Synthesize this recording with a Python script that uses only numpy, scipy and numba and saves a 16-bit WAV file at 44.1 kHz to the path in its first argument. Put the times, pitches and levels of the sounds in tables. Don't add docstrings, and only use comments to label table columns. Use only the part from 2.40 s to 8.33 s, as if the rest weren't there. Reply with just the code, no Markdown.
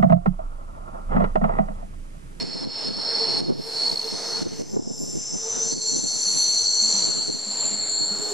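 import sys
import numpy as np
from scipy import signal
from scipy.fft import rfft, irfft, next_fast_len
from scipy.io import wavfile
from scipy.ndimage import uniform_filter1d
from numba import njit

SR = 44100
rng = np.random.default_rng(int(sys.argv[2]) if len(sys.argv) > 2 else 0)


def wav_out(sig):
    wavfile.write(sys.argv[1], SR, np.round(np.clip(np.atleast_2d(sig).T, -1, 1) * 32767).astype(np.int16))


def field_ratio(decibels):
    return 10 ** (np.asarray(decibels, dtype=float) / 20)


N = 261513
T = np.arange(N) / SR
M = next_fast_len(N)
HZ = np.arange(M // 2 + 1) * SR / M

# [t/s, load level/dB, flange rub level/dB]
ROLL = [(0, -44.5, -91), (0.55, -44.5, -105), (0.9, -41, -90), (1.15, -46.5, -71), (1.35, -45, -64.5),
        (2.0, -44, -62), (2.4, -57.5, -74), (2.62, -60.5, -67.5), (2.9, -56, -77.5), (3.15, -47.5, -77.5),
        (3.5, -53, -94), (3.95, -49, -91), (4.3, -50.5, -98), (4.56, -44, -86), (4.95, -52, -73.5),
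        (5.25, -46, -70.5), (5.6, -48, -77), (5.93, -44, -58)]
# [t/s, echo haze level/dB, direct tone over haze/dB]
LOW_WHEEL = [(0, -29.5, -11), (0.56, -29.5, -8.5), (0.7, -26.5, -13), (1.0, -23.5, -19), (1.15, -33, -23),
             (1.45, -23.5, -2.5), (1.8, -32, -3.5), (1.99, -30.5, 0.5), (2.2, -41, -6), (2.6, -80, 3),
             (3.2, -51.5, 3.5), (3.33, -31, -2), (3.8, -28.5, 3.5), (4.24, -22.5, 2.5), (4.6, -21.5, -8),
             (4.95, -29, -9), (5.6, -29, 3.5), (5.93, -39, 8.5)]
SECOND_WHEEL = [(0, -33.5, -11), (0.4, -30, -1), (0.558, -33, -5), (0.7, -28.5, 0.5), (1.0, -31.5, -8),
                (1.4, -37.5, -5), (1.55, -37, -0.5), (1.8, -35.5, -4), (2.2, -40, -16), (2.62, -38.5, 1),
                (3.14, -41, 3.5), (3.55, -46, 2), (3.85, -53.5, 12), (4.26, -69, -8), (4.96, -68, -6),
                (5.1, -52, -4), (5.6, -62, -4), (5.93, -57, -4)]
THIRD_WHEEL = [(0, -67, -15), (1.4, -56, -15), (1.55, -51, -12), (1.8, -38.5, -15), (1.99, -39, -8),
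               (2.2, -37.5, -11), (2.6, -41, -5), (3.2, -26.5, -2.5), (3.55, -28.5, -10), (4.201, -26, 0),
               (4.55, -27.5, -18), (4.9, -39, -2), (5.05, -44.5, -10), (5.4, -52, -8), (5.93, -64, -8)]
HIGH_WHEEL = [(0, -49, -10), (1.0, -62, -5), (1.45, -52, -8), (2.2, -47, -3), (2.32, -42.5, 2),
              (2.6, -39, 1.5), (3.14, -35, 0.5), (3.55, -29, -2.5), (4.199, -29, -3), (4.6, -24.5, -3.5),
              (4.96, -35.5, -1.5), (5.27, -28, 0.5), (5.5, -27, -13), (5.7, -30, -9.5), (5.93, -33, -11)]
SONGS = [LOW_WHEEL, SECOND_WHEEL, THIRD_WHEEL, HIGH_WHEEL]
# [t/s, level/dB, f/Hz]
SLIPS = [
    (1.495, -12.5, 4220),
    (1.5142, -13, 4370),
    (1.5565, -20, 4440),
    (1.572, -14, 4326),
    (1.594, -12.5, 4340),
    (1.6134, -19, 4340),
    (1.6428, -14.5, 4270),
]


def curves(table):
    s, *columns = np.transpose(table)
    return [uniform_filter1d(np.interp(T, s, c), size=SR // 200) for c in columns]


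def unit(x):
    return x / np.sqrt(np.mean(x ** 2))


def walk(rate):
    k = int(SR / rate)
    held = np.repeat(rng.standard_normal(N // k + 1), k)
    return unit(uniform_filter1d(uniform_filter1d(held, k), k)[:N])


def on_log(hz, points):
    f, value = np.transpose(points)
    return np.interp(np.log(hz + 1), np.log(f), value)


def noise(spectrum, flicker_db, rate):
    # [f/Hz, side minus mid level/dB]
    spread = [(100, -8), (700, -5.5), (2000, -6), (5000, -7), (12000, -2.5)]
    # [f/Hz, bandwidth/Hz, level/dB]
    body = [(690, 50, 5), (855, 40, 4), (925, 40, 5), (1230, 40, 3), (1390, 40, 3), (2130, 30, 4),
            (2900, 40, 3), (3660, 25, 7), (8900, 200, 5), (10600, 300, 4)]
    colour = field_ratio(on_log(HZ, [(15, -90)] + list(spectrum) + [(17000, -90)]))
    colour = colour * field_ratio(sum(db / (1 + (2 * (HZ - f) / w) ** 2) for f, w, db in body))
    white = rfft(rng.standard_normal((2, M))) * [colour, colour * field_ratio(on_log(HZ, spread))]
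    out = 0
    for centre in np.arange(8, 29):
        band = np.clip(1 - abs(2 * np.log2(HZ + 1) - centre), 0, 1)
        if np.max(band * colour) > .03:
            out = out + field_ratio(flicker_db * walk(rate)) * irfft(white * band, M)[:, :N]
    return out / np.std(out[0])


def gain():
    # [t/s, depth level/dB, recovery t/s]
    ducks = [(0.029, 6, 0.27), (0.25, 8, .1), (0.488, 5, 0.16), (1.006, 9, 0.22), (1.101, 5, 0.16),
             (1.529, 2.5, 0.28), (2.029, 7.5, 0.19), (2.219, 7, 0.27), (2.36, 3.5, 0.27), (3.338, 7, 0.077),
             (3.599, 2.5, 0.14), (4.27, 2, 0.13), (4.88, 0, .12), (5.35, 2, 0.13)]
    attack_s, climb = 0.0051, 2.23
    total_db = 0
    for s, depth_db, climb_s in ducks:
        late = np.maximum(T - s, 0)
        total_db = total_db + depth_db * np.minimum(late / attack_s, 1) * np.exp(-(late / climb_s) ** climb)
    return -total_db


def wind():
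    # [t/s, level/dB, length t/ms]
    hard_gusts = [(0.031, -25, 39), (0.16, -28, 27), (0.225, -30, 35), (0.263, -28, 60), (0.49, -28.5, 82),
                  (0.964, -30, 65), (1.016, -26, 59), (1.102, -18, 49), (1.197, -27.5, 33),
                  (1.739, -29, 38), (2.023, -21.5, 19), (2.065, -24.5, 27.5), (2.125, -29.5, 43),
                  (2.208, -25, 44), (2.342, -22, 20), (2.368, -19, 22), (2.395, -24.5, 17),
                  (2.475, -25.5, 17), (2.51, -25, 21), (2.622, -27, 60), (2.765, -26.5, 69),
                  (3.264, -30.5, 30), (3.33, -27.5, 27), (3.563, -27.5, 90), (3.647, -28.5, 43),
                  (4.895, -26, 35), (4.95, -32, 35)]
    # [t/s, level/dB]
    puffs = [(0.085, -33), (0.584, -32), (0.899, -33), (1.446, -52), (1.529, -30.5), (1.937, -39),
             (2.684, -32), (2.948, -27), (3.174, -32.5), (3.372, -30.5), (3.76, -36), (3.963, -31),
             (4.29, -39), (4.64, -34), (4.687, -29.5), (4.78, -30), (5.258, -32.5), (5.336, -36),
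             (5.42, -37.5), (5.62, -29.5), (5.797, -35)]
    # [f/Hz, level/dB per Hz]
    wind_spectrum = [(18, -98), (30, -53.5), (142, -5), (279, -5), (486, -13), (762, -24.5), (1040, -36.5),
                     (4000, -68), (5200, -113), (8800, -120)]
    # [f/Hz, level/dB]
    leak_tilt = [(40, 21), (120, 5.5), (300, -3.5), (1000, 6.5)]
    puff_ms, wake_s, leak_db = 48, .1, -17.5
    calm_db, wake_db = -57, -7
    split_hz, bright_db, even_db = 270, 0.28, -33

    rows = hard_gusts + [(s, db, puff_ms) for s, db in puffs]
    gusts = sum(field_ratio(db) ** 2 * np.exp(-(5000 * (T - s) / ms) ** 2 / 2.9) for s, db, ms in rows)
    k = int(wake_s * SR)
    wake = uniform_filter1d(uniform_filter1d(gusts, k), k)
    power = gusts + field_ratio(calm_db) ** 2 + field_ratio(wake_db) ** 2 * wake

    white = rfft(rng.standard_normal((2, M))) * field_ratio(on_log(HZ, wind_spectrum))
    white[0] *= field_ratio(on_log(HZ, leak_tilt))
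    low = irfft(white / (1 + (HZ / split_hz) ** 2), M)[:, :N]
    high = irfft(white / (1 + (split_hz / (HZ + 1)) ** 2), M)[:, :N]
    tilt = field_ratio(bright_db * (10 * np.log10(power) - even_db))
    eddies = (low / tilt + high * tilt) * field_ratio(3.1 * walk(60))
    eddies = eddies / np.sqrt(uniform_filter1d(eddies ** 2, int(0.03 * SR)))
    return np.sqrt(power) * eddies * [[field_ratio(leak_db)], [1]]


def rail():
    # [t/s, f/Hz]
    hum_pitch = [(0, 456), (1.9, 451), (3.9, 445.7), (4.4, 439), (5.6, 427.5), (5.93, 413.5)]
    # [t/s, level/dB, length t/s]
    swells = [(0.726, -44, 0.095), (0.85, -31, 0.082), (1.312, -41.5, 0.09), (1.475, -38.5, 0.072),
              (1.684, -36, 0.055), (1.933, -42, 0.088), (2.166, -41.5, .05), (2.55, -51, 0.15),
              (3.1, -40.5, 0.085), (3.27, -40.5, 0.058), (3.48, -42, 0.063), (3.9, -47, 0.028),
              (5.895, -37, 0.096)]
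    # [t/s, level/dB, f/Hz, decay by 60 dB t/s]
    booms = [
        (4.419, -41, 219, 0.28),
        (4.531, -39.5, 190.8, 0.3),
        (5.065, -38, 202, 0.15),
        (5.309, -38.5, 208, 0.19),
        (5.709, -32.5, 202, 0.12),
        (3.86, -45.5, 196, 0.22),
    ]
    width_hz, rise_s, overtone_db = 20.7, 0.02, -15.5

    (hz,) = curves(hum_pitch)
    steady = field_ratio(-52 + 0.48 * (curves(ROLL)[0] + 49.5))
    swelling = sum(field_ratio(db) * np.exp(-((T - s) / long_s) ** 2) for s, db, long_s in swells)
    level = field_ratio(gain()) * (steady + swelling)

    k = int(SR / width_hz / 2)
    rough = uniform_filter1d(uniform_filter1d(rng.standard_normal((4, N)), k), k)
    turn = 2 * np.pi * np.cumsum(hz) / SR
    mid = unit((rough[0] + 0.9 * rough[0].std()) * np.sin(turn) + rough[1] * np.cos(turn))
    side = 0.5 * unit(rough[2] * np.sin(turn) + rough[3] * np.cos(turn))
    out = level * field_ratio(-1.5) * np.array([mid, side])
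    overtone = unit(rough[2] * np.sin(2 * turn) + rough[3] * np.cos(2 * turn))
    out[0] += level * field_ratio(overtone_db) * overtone

    for s, db, boom_hz, t60 in booms:
        t = np.maximum(T - s, 0)
        envelope = (1 - np.exp(-t / rise_s)) * np.exp(-np.log(1000) * t / t60)
        out[0] += field_ratio(db + 11.5) * envelope * np.sin(2 * np.pi * (boom_hz * t + 0.092 * walk(49)))
    return out


def rolling():
    # [f/Hz, level/dB per Hz]
    roar_spectrum = [(60, -37), (120, -14), (200, -5.5), (450, -2), (950, -7), (1100, -12.5), (1500, -25.5)]
    rasp_spectrum = [(700, -23), (1100, -2.5), (1600, -3), (2500, -6), (3300, -4.5), (4000, 0),
                     (6000, -20.5), (7500, -21)]
    grind_spectrum = [(2600, -30), (4500, 2.5), (7000, -0.5), (8800, -2.5), (9800, -9.5), (10800, -13.5),
                      (11600, -61)]
    air_spectrum = [(9500, -21), (11000, -3), (13000, -10), (14000, -13), (15000, -26)]
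    self_spectrum = [(20, -9), (35, -16), (55, -20), (100, -1)]
    floor_levels = [-57.5, -84, -80]

    load_db, rub_db = curves(ROLL)
    gain_db = gain()
    others = sum(field_ratio(curves(song)[0]) for song in SONGS[1:])
    song_hiss = field_ratio(-28) * (field_ratio(curves(LOW_WHEEL)[0]) + field_ratio(-8) * others)
    hiss = field_ratio(-60.5 + .45 * (load_db + 46.5)) + field_ratio(rub_db + 11.5) + song_hiss
    levels = field_ratio(-46 + 1.09 * (load_db + 47.5)), field_ratio(load_db), hiss
    roar, rasp, grind = (np.hypot(field_ratio(gain_db) * level, field_ratio(floor_db))
                         for level, floor_db in zip(levels, floor_levels))

    out = roar * field_ratio(1.5) * noise(roar_spectrum, flicker_db=1.34, rate=9)
    out = out + rasp * field_ratio(2.0) * noise(rasp_spectrum, flicker_db=2.16, rate=7.4)
    out = out + grind * field_ratio(2.5) * noise(grind_spectrum, flicker_db=1.5, rate=13)
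    out = out + field_ratio(rub_db + gain_db + 7.5) * noise(air_spectrum, flicker_db=5.5, rate=14)
    return out + field_ratio(-60.5) * noise(self_spectrum, flicker_db=-6.0, rate=5.7)


def grip():
    grip_s, share = .005, .7
    return np.prod([1 - share * np.exp(-((T - s + grip_s) / grip_s) ** 4) for s, _, _ in SLIPS], axis=0)


def slips():
    rise_s, spread_s = 0.0023, 0.0028
    return sum(field_ratio(db - 4.0) * np.exp(-((T - s - rise_s) / spread_s) ** 2) * np.sin(2 * np.pi * hz * T)
               for s, db, hz in SLIPS)


def tone(hz):
    wander_hz, shiver_db = 2.494, 3.0
    phase = 2 * np.pi * np.cumsum(hz + wander_hz * walk(3.0)) / SR
    return np.sqrt(2) * field_ratio(shiver_db * walk(24.774)) * np.sin(phase)


@njit
def echoes(start, step, sweep, phase, left, right, size, total):
    out = np.zeros((2, total + size))
    for k in range(len(start)):
        z, p, glide = np.exp(1j * phase[k]), np.exp(1j * step[k]), np.exp(1j * sweep[k])
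        w, turn = 1 + 0j, np.exp(2j * np.pi / size)
        for i in range(start[k], start[k] + size):
            v = z.imag * (1 - w.real)
            out[0, i] += left[k] * v
            out[1, i] += right[k] * v
            z, p, w = z * p, p * glide, w * turn
    return out


def forest(hz):
    # [shift in units of 2 v / c, level/dB]
    trees = [(-1.6, -24), (-1.66, -21), (-0.58, -6), (-0.68, -1), (-1.17, -0.5), (0.59, 3.5), (0.87, -3.5),
             (1.09, -5.5), (1.44, -19.5), (2.6, -22)]
    speed, tree_rate, tree_s = 8.5, 2200, .04
    glide = .12
    scatter_db, wide_db = 1.5, 4.0
    size = int(tree_s * SR)
    count = int(tree_rate * (N + size) / SR)
    u = rng.random((count, 5)).T
    start = (u[0] * (N + size)).astype(np.int64)
    along = 2 * (2 * u[1] - 1)
    doppler = 2 * speed / 343
    step = 2 * np.pi * hz / SR
    first_step = step * (1 + doppler * (along + glide / 2))
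    sweep = np.full(count, -step * doppler * glide / size)
    strength = field_ratio(np.interp(along, *np.transpose(trees)) - scatter_db * np.log(1 - u[2]))
    pan = field_ratio(wide_db * (2 * u[3] - 1))
    out = echoes(start, first_step, sweep, 2 * np.pi * u[4], strength * pan, strength / pan, size, N + size)
    out = out[:, size:N + size]
    return out / np.std(out.mean(axis=0))


def squeal():
    modes = [
        4345,
        5275,
        6038,
        7295,
    ]
    # [t/s, haze level/dB, direct tone level/dB]
    treble_song = [
        (3.2, -65, -75),
        (3.98, -43.5, -55.5),
        (4.486, -63, -69),
        (4.678, -82, -85),
        (4.7, -87, -77),
    ]
    # [t/s, left minus right level/dB]
    place = [(0, -2), (1.5, -1.5), (2.5, 1), (4, 0.5), (5.93, 0.5)]
    treble_hz = 10568

    songs, (pan_db,) = [curves(song) for song in SONGS], curves(place)
    out = field_ratio(songs[0][0] - 28) * forest(2 * modes[0])
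    for hz, (wet_db, over_db) in zip(modes, songs):
        out = out + field_ratio(wet_db - 2.0 + 0.92 * walk(12)) * forest(hz)
        out = out + field_ratio(wet_db + over_db - 3.5) * tone(hz)
    out = out + field_ratio(songs[1][0] - 36.5) * forest(2 * modes[1])
    out = out * grip()

    silent_before = (treble_song[0][0] - .3, -95, -95)
    silent_after = (treble_song[-1][0] + .2, -95, -95)
    wet_db, dry_db = curves([silent_before, *treble_song, silent_after])
    out = out + field_ratio(wet_db) * forest(treble_hz) + field_ratio(dry_db + 5.5) * tone(treble_hz)
    return (out + slips()) * field_ratio(gain() + np.array([pan_db, -pan_db]) / 2)


def scene():
    left_db = 1
    mid, side = rolling() + rail() + wind()
    low = np.array([mid + side, mid - side]) * field_ratio(np.array([[-left_db], [left_db]]) / 2)
    return low + squeal()


def roll_off(x):
    return signal.sosfilt(signal.butter(12, 15300, fs=SR, output="sos"), x)


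def record(dry):
    mix = dry - .0031
    return roll_off(mix)


dry = scene()
out = record(dry)
wav_out(out)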